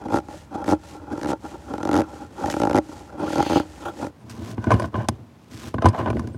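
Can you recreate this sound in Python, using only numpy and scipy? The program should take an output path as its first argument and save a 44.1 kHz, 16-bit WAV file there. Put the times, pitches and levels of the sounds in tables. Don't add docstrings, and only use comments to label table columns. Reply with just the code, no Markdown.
import sys
import numpy as np
from scipy import signal
from scipy.fft import rfft, irfft, next_fast_len
from scipy.io import wavfile
from scipy.ndimage import uniform_filter1d

SR = 44100
rng = np.random.default_rng(int(sys.argv[2]) if len(sys.argv) > 2 else 0)


def waveform_to_disk(signal):
    frames = np.transpose(np.atleast_2d(signal))
    scaled = np.clip(frames, -1, 1) * 32767
    samples = np.round(scaled).astype(np.int16)
    wavfile.write(sys.argv[1], SR, samples)


N = 280917

# frequency in Hz, relative level per Hz in dB.
AIR_SPECTRUM = [(18, -45), (30, -3), (109, -3), (239, -7.5), (404, -15.5), (1070, -21), (1250, -25.5),
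                (3400, -35), (16000, -50)]
RUMBLE_SPECTRUM = [(50, 3.5), (75, -5), (110, -22)]
CRACK_SPECTRUM = [(1500, 15.5), (2500, 4), (4000, 0.5), (6200, 2), (8000, -6.5), (11000, -8.5),
                  (15000, -25)]
PALM_SPECTRUM = [(1060, -24), (1800, 9), (2080, 2.5), (2670, 3), (3770, 1), (7360, 0.5), (12200, -11.5),
                 (16000, -23)]
SLIDE_SPECTRUM = [(1120, 2), (1900, -1), (6160, -4.5), (7910, -8.5), (12900, -16.5), (16000, -22)]
# frequency in Hz, relative level in dB, seconds to die away by 60 dB.
TANK_FAR_MODES = [(109, 7.5, 0.0092), (206, -53, 0.047), (311.4, 6, 0.089), (335.5, 0.5, 0.061),
                  (524.6, -3, 0.04), (577.4, 6, 0.044), (823, 7.5, 0.043), (896, -5.5, 0.063),
                  (1375, -0.5, 0.035)]
GRIP_MODES = [(2850, 4, 0.001), (3210, -7, 0.0052), (4400, -3.5, 0.003), (6100, -13.5, 0.0055),
              (7300, -66, 0.0053)]
TANK_NEAR_MODES = [(116.2, 1.5, 0.062), (146.3, -14.5, 0.14), (243, -0.5, 0.061), (309, 0.5, 0.032)]
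ADAPTER_MODES = [(665, 6, 0.036), (810, 14.5, 0.0099), (1014, 11.5, 0.034), (1477, 2, 0.029),
                 (2117, -18, 0.05), (2340, -13, 0.026), (2833, -8.5, 0.019)]
STEEL_MODES = [(3280, -36, 0.023), (4580, -29, 0.0084), (5050, 5, 0.031), (6070, 9, 0.01),
               (6800, 14, 0.0057), (8360, 13.5, 0.0039), (9730, 11, 0.0088), (12200, 3, 0.0028)]

# start in seconds, tank ring and crack in relative dB.
THREAD_SLIPS = [(.038, -27, -50.5), (.084, -20.5, -44), (.122, -11.5, -37), (.132, -13, -40),
                (.2, -26.5, -45), (0.284, -23.5, -45), (0.642, -20, -36), (.66, -19, -39),
                (1.177, -19.5, -41), (1.213, -19.5, -35.5), (1.737, -13, -38), (1.78, -17, -37),
                (2.017, -12.5, -32), (2.458, -13, -29.5), (2.5, -18, -23), (2.524, -21, -28.5),
                (2.539, -10, -30), (2.565, -11, -34), (2.696, -11, -31.5), (2.71, -9.5, -32),
                (2.73, -12.5, -31), (3.302, -13.5, -54), (3.462, -10.5, -34), (3.598, -7, -31),
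                (4.067, -18, -39)]
# start and end in seconds, number of slips, rough ratio of
# last gap to first, then first ring, last ring and crack in relative dB.
THREAD_CREAKS = [(.142, 0.185, 4, .9, -6.5, -12.5, -32.5), (0.679, 0.733, 6, 1.03, -9.5, -6.5, -32.5),
                 (1.231, 1.331, 8, 1.11, -17.5, -11, -34), (1.829, 1.889, 4, .7, -12.5, -6.5, -32),
                 (1.914, 2.004, 9, 0.6, -7, -5, -27), (2.6, 2.671, 5, 1.14, -8.5, -6.5, -31.5),
                 (2.746, 2.785, 5, 1.046, -2.5, -4.5, -27.5), (3.332, 3.426, 5, .97, -11, -7, -27.5),
                 (3.495, 3.531, 4, 1.26, -8, -6.5, -30.5), (3.557, 3.574, 3, 0.97, -1.5, -5, -47)]
# peak time in seconds, grind in relative dB,
# rise and fall in seconds per 20 dB.
HAND_TURNS = [(0.174, -18, 0.26, .04), (.29, -40.5, 0.044, 0.13), (0.551, -26.5, 0.041, 0.059),
              (.65, -22, 0.037, 0.037), (0.729, -14.5, 0.11, 0.027), (1.129, -33.5, 0.034, 0.033),
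              (1.324, -15.5, 0.23, 0.027), (1.455, -32.5, 0.037, 0.033), (1.554, -32, 0.043, 0.015),
              (1.744, -17.5, 0.052, 0.02), (2.0, -9.5, 0.18, 0.03), (2.249, -37, 0.33, 0.015),
              (2.461, -20.5, 0.067, 0.087), (2.784, -15, 0.28, 0.026), (2.92, -38, 0.08, 0.066),
              (3.234, -25.5, 0.14, 0.1), (3.393, -8.5, 0.098, 0.046), (3.578, -13.5, 0.15, 0.042),
              (3.884, -41, 0.29, 0.054), (4.041, -26, .07, 0.04)]
# middle and length in seconds, level in dB.
PALM_SWISHES = [(0.153, 0.11, -42), (0.355, 0.27, -52), (0.553, 0.037, -54), (0.703, 0.12, -39.5),
                (0.901, 0.27, -52), (1.19, 0.17, -55), (1.299, 0.072, -39.5), (1.476, 0.2, -53.5),
                (1.694, 0.61, -59.5), (2.169, 0.31, -56), (2.514, 0.018, -34), (2.522, 0.51, -47),
                (2.954, 0.41, -53.5), (3.328, 0.16, -43), (3.804, 0.64, -54), (4.027, 0.18, -50)]
# start in seconds, relative level in dB, decay in seconds.
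KNUCKLE_SCUFFS = [(0.831, -46.5, 0.0051), (.96, -62, 0.0098), (1.54, -43, 0.0059), (3.819, -37.5, 0.022),
                  (3.85, -28.5, 0.02), (3.88, -31, 0.011)]
# start and length in seconds, first and last pitch in Hz, level in dB.
THIN_SQUEAKS = [(1.08, 0.078, 9800, 9300, -75), (3.18, 0.037, 8540, 8860, -56),
                (3.28, 0.033, 9800, 10500, -57), (4.19, 0.047, 9000, 9300, -68),
                (6.287, 0.03, 7440, 7200, -66), (6.32, 0.049, 8300, 8700, -61)]
# time in seconds, level in dB.
SKID_ENVELOPE = [(3.2, -51.5), (3.326, -45), (3.574, -34.5), (3.62, -50), (3.66, -77)]
# peak time in seconds, rise and fall in seconds per 20 dB,
# then tank boom, jaw scrape and sliding hiss in dB.
JAW_DRAGS = [(4.3, 0.0035, 0.053, -55, -70, -44), (4.4, 0.18, 0.68, -31.5, -48.5, -61),
             (4.51, 0.26, 0.043, -46, -52, -47), (4.73, 0.11, 0.082, -14.5, -28.5, -49),
             (4.85, 0.17, 0.046, -28, -38, -49), (4.955, 0.031, 0.21, -23, -34, -53.5),
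             (5.108, 0.057, 0.14, -20, -48, -51), (5.678, 0.33, .05, -34, -51, -41.5),
             (5.75, 0.014, 0.035, -20, -50, -60), (5.864, 0.043, 0.037, -10, -22, -46),
             (5.991, 0.078, 0.086, -27, -26, -47), (6.079, 0.058, 0.055, -16.5, -36, -72),
             (6.18, 0.17, 0.3, -25, -47.5, -58)]
# start in seconds, then adapter ring, tank boom and clack in relative dB.
JAW_BLOWS = [(4.296, -67, -51, -42), (4.579, -26.5, -11.5, -81), (4.641, -19.5, -34, -44.5),
             (4.668, -21.5, -4.5, -56), (4.705, -9.5, -22, -40), (4.715, -8, -39, -35),
             (4.739, -12.5, -7.5, -42), (4.797, -16, -31, -39.5), (4.82, -19, -20, -47),
             (4.841, -21.5, -13, -65), (4.942, -22, -14.5, -70), (5.086, -15, -7.5, -23),
             (5.741, -20, -9.5, -51), (5.783, -24, -10.5, -65), (5.821, -16.5, -43, -46),
             (5.843, -17, -0.5, -50), (5.856, -7.5, -2.5, -28.5), (5.886, -40, -10, -34.5),
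             (6.059, -18, -12, -53), (6.082, -21.5, -13, -59), (6.101, -17, -11, -42),
             (6.129, -25.5, -13, -64), (6.168, -22, -12, -50), (6.194, -23, -15, -41),
             (6.273, -35.5, -20, -48), (6.344, -37.5, -21, -68)]
# scrape level in dB, decay of the blow in seconds.
JAW_CONTACT = [(-49, 0.0028), (-31, 0.0061)]
JAW_LIFTS = [(4.55, 4.57), (4.89, 4.92), (5.058, 5.5), (5.71, 5.64)]

NEAR_S = 4.085
TANK_SPREAD = 0.0403
TIME = np.arange(N) / SR


def undb(db):
    return 10 ** (np.asarray(db) / 20)


def unit(x):
    return x / np.sqrt(np.mean(x ** 2))


def colour(x, spectrum):
    hz, db = np.transpose(spectrum)
    size = next_fast_len(N)
    log_hz = np.log(np.fft.rfftfreq(size, 1 / SR) + 1)
    beyond = np.maximum(np.log(hz[0]) - log_hz, 0) + np.maximum(log_hz - np.log(hz[-1]), 0)
    gain = unit(undb(np.interp(log_hz, np.log(hz), db) - 30 * beyond))
    return irfft(rfft(x, size) * gain, size)[:N]


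def ring(force, modes, spread=0, shift_db=0):
    out, power, step = np.zeros(N), 0, SR // 40
    knots = N // step + 2
    for hz, db, t60 in modes:
        pole = np.exp(2j * np.pi * hz / SR - np.log(1000) / (t60 * SR))
        late = int(spread / np.sqrt(hz) * SR)
        drift = np.interp(np.arange(N) / step, np.arange(knots), rng.standard_normal(knots))
        mode = signal.lfilter([1], [1, -pole], undb(shift_db * drift) * force).imag
        out[late:] += undb(db) * mode[:N - late]
        power += undb(db) ** 2 / (1 - abs(pole) ** 2) / 2
    return out / np.sqrt(power)


def bursts(times, db, rise_s, fall_s, firm=0):
    t = np.arange(2048) / SR
    envelope = (1 - np.exp(-t / rise_s)) * np.exp(-t / np.reshape(fall_s, (-1, 1)))
    pushes = (firm + rng.standard_normal((len(times), len(t)))) * envelope
    out = np.zeros(N + 2 * len(t))
    for start_s, gain, push in zip(times, undb(db), pushes):
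        i = int(start_s * SR)
        out[i:i + len(t)] += gain * unit(push)
    return out[:N]


def grit(per_s, scatter_db, grain_s):
    hits = (rng.random(N) < per_s / SR) * undb(scatter_db * rng.exponential(size=N))
    level = signal.lfilter([1], [1, -np.exp(-1 / (grain_s * SR))], hits)
    return unit((unit(level) + 0.86) * rng.standard_normal(N))


def strokes(peak_s, db, rise_s, fall_s):
    t = TIME - peak_s[:, None]
    drop_db = 20 * np.where(t < 0, -t / rise_s[:, None], t / fall_s[:, None])
    return undb(db[:, None] - drop_db).sum(axis=0)


def outdoor_air():
    rumble_gain = undb(np.where(TIME < NEAR_S, -39, -63.5))
    rumble = rumble_gain * colour(rng.standard_normal(N), RUMBLE_SPECTRUM)
    return undb(-48) * colour(rng.standard_normal(N), AIR_SPECTRUM) + rumble


def slips():
    rows = [np.array(THREAD_SLIPS)]
    for first_s, last_s, count, gap_ratio, first_db, last_db, crack_db in THREAD_CREAKS:
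        along = np.linspace(0, 1, round(count))
        place = np.cumsum(gap_ratio ** along) - 1
        times = first_s + (last_s - first_s) * place / place[-1]
        ring_db = first_db + (last_db - first_db) * along
        jitter = rng.standard_normal((len(along), 3)) * [.001, 2, 2]
        rows.append(np.c_[times, ring_db, np.full_like(along, crack_db)] + jitter)
    return np.concatenate(rows).T


def thread():
    times, ring_db, crack_db = slips()
    jolts = bursts(times, ring_db - 26.5, rise_s=.00005, fall_s=.0001, firm=4)
    onsets = np.bincount((times * SR).astype(int), minlength=N).astype(float)
    stuck = np.minimum(uniform_filter1d(onsets, size=1300) * 1300, 1)
    free = 1 - .78 * uniform_filter1d(stuck, size=300)
    effort = strokes(*np.transpose(HAND_TURNS)) + undb(7) * palm_swells()
    catches = free * effort * grit(per_s=150, scatter_db=0.81, grain_s=0.0039)
    snaps = bursts(times, crack_db - 13, rise_s=0.00053, fall_s=0.0025)
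    crack = colour(snaps + 0.077 * catches, CRACK_SPECTRUM)
    return ring(jolts + catches, TANK_FAR_MODES, TANK_SPREAD, shift_db=2.5) + crack


def palm_swells():
    return sum(undb(db) * np.cos(np.pi * np.clip((TIME - middle_s) / length_s, -.5, .5)) ** 2
               for middle_s, length_s, db in PALM_SWISHES)


def palm_hiss():
    rustle = undb(-69) * (TIME < NEAR_S)
    friction = grit(per_s=900, scatter_db=0.71, grain_s=0.0022)
    return (palm_swells() + rustle) * colour(friction, PALM_SPECTRUM)


def knuckle_scuffs():
    times, db, contact_s = np.transpose(KNUCKLE_SCUFFS)
    force = 10 * np.gradient(bursts(times, db, rise_s=0.0021, fall_s=contact_s))
    return ring(force, TANK_FAR_MODES, TANK_SPREAD, shift_db=2.5)


def squeaks():
    out = np.zeros(N)
    for start_s, length_s, first_hz, last_hz, db in THIN_SQUEAKS:
        i, n = int(start_s * SR), int(length_s * SR)
        waver = uniform_filter1d(1500 * rng.standard_normal(N), size=200)[:n]
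        hz = np.linspace(first_hz, last_hz, n) + waver
        tone = undb(db) * np.hanning(n) ** .5 * np.sin(2 * np.pi * np.cumsum(hz) / SR)
        out[i:i + n] += tone[:N - i]
    return out


def grip_skid():
    level = undb(np.interp(TIME, *np.transpose(SKID_ENVELOPE), left=-200, right=-200))
    return ring(level * grit(per_s=1200, scatter_db=1, grain_s=0.0046), GRIP_MODES)


def jaw_drags():
    peak_s, rise_s, fall_s, *layers_db = np.transpose(JAW_DRAGS)
    lifted = sum((TIME > start_s) & (TIME < end_s) for start_s, end_s in JAW_LIFTS)
    duck = undb(-11 * uniform_filter1d(lifted.astype(float), size=200))
    return [duck * strokes(peak_s, db, rise_s, fall_s) for db in layers_db]


def pliers():
    boom, scrape, hiss = jaw_drags()
    times, ring_db, boom_db, clack_db = np.transpose(JAW_BLOWS)
    scrape_db = 20 * np.log10(scrape[(times * SR).astype(int)])
    contact_s = np.interp(scrape_db, *np.transpose(JAW_CONTACT))

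    thumps = bursts(times, boom_db - 27, rise_s=0.00023, fall_s=0.00014, firm=5)
    judder = boom * grit(per_s=60, scatter_db=0.61, grain_s=0.0091)
    tank = ring(thumps + judder, TANK_NEAR_MODES, TANK_SPREAD)

    knocks = bursts(times, ring_db - 14, rise_s=0.00085, fall_s=contact_s)
    scraping = scrape * grit(per_s=400, scatter_db=2.5, grain_s=.003)
    softened = signal.sosfilt(signal.butter(2, 4000, fs=SR, output="sos"), knocks + scraping)
    adapter = ring(softened, ADAPTER_MODES, shift_db=4)

    clacks = bursts(times, clack_db - 7.5, rise_s=.0001, fall_s=contact_s)
    sliding = hiss * grit(per_s=560, scatter_db=3, grain_s=0.0016)
    steel = .5 * ring(clacks + 0.044 * sliding, STEEL_MODES, shift_db=4)
    contact_noise = colour(0.48 * clacks + sliding, SLIDE_SPECTRUM)
    return tank + adapter + steel + contact_noise


def scene():
    mix = outdoor_air() + thread() + palm_hiss() + knuckle_scuffs() + squeaks() + grip_skid() + pliers()
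    return mix[None]


def record(dry):
    low_cut = signal.butter(6, 75.8, "high", fs=SR, output="sos")
    high_cut = signal.ellip(10, .2, 80, 15900, fs=SR, output="sos")
    return signal.sosfilt(high_cut, signal.sosfilt(low_cut, dry))


dry = scene()
out = record(dry)
waveform_to_disk(out)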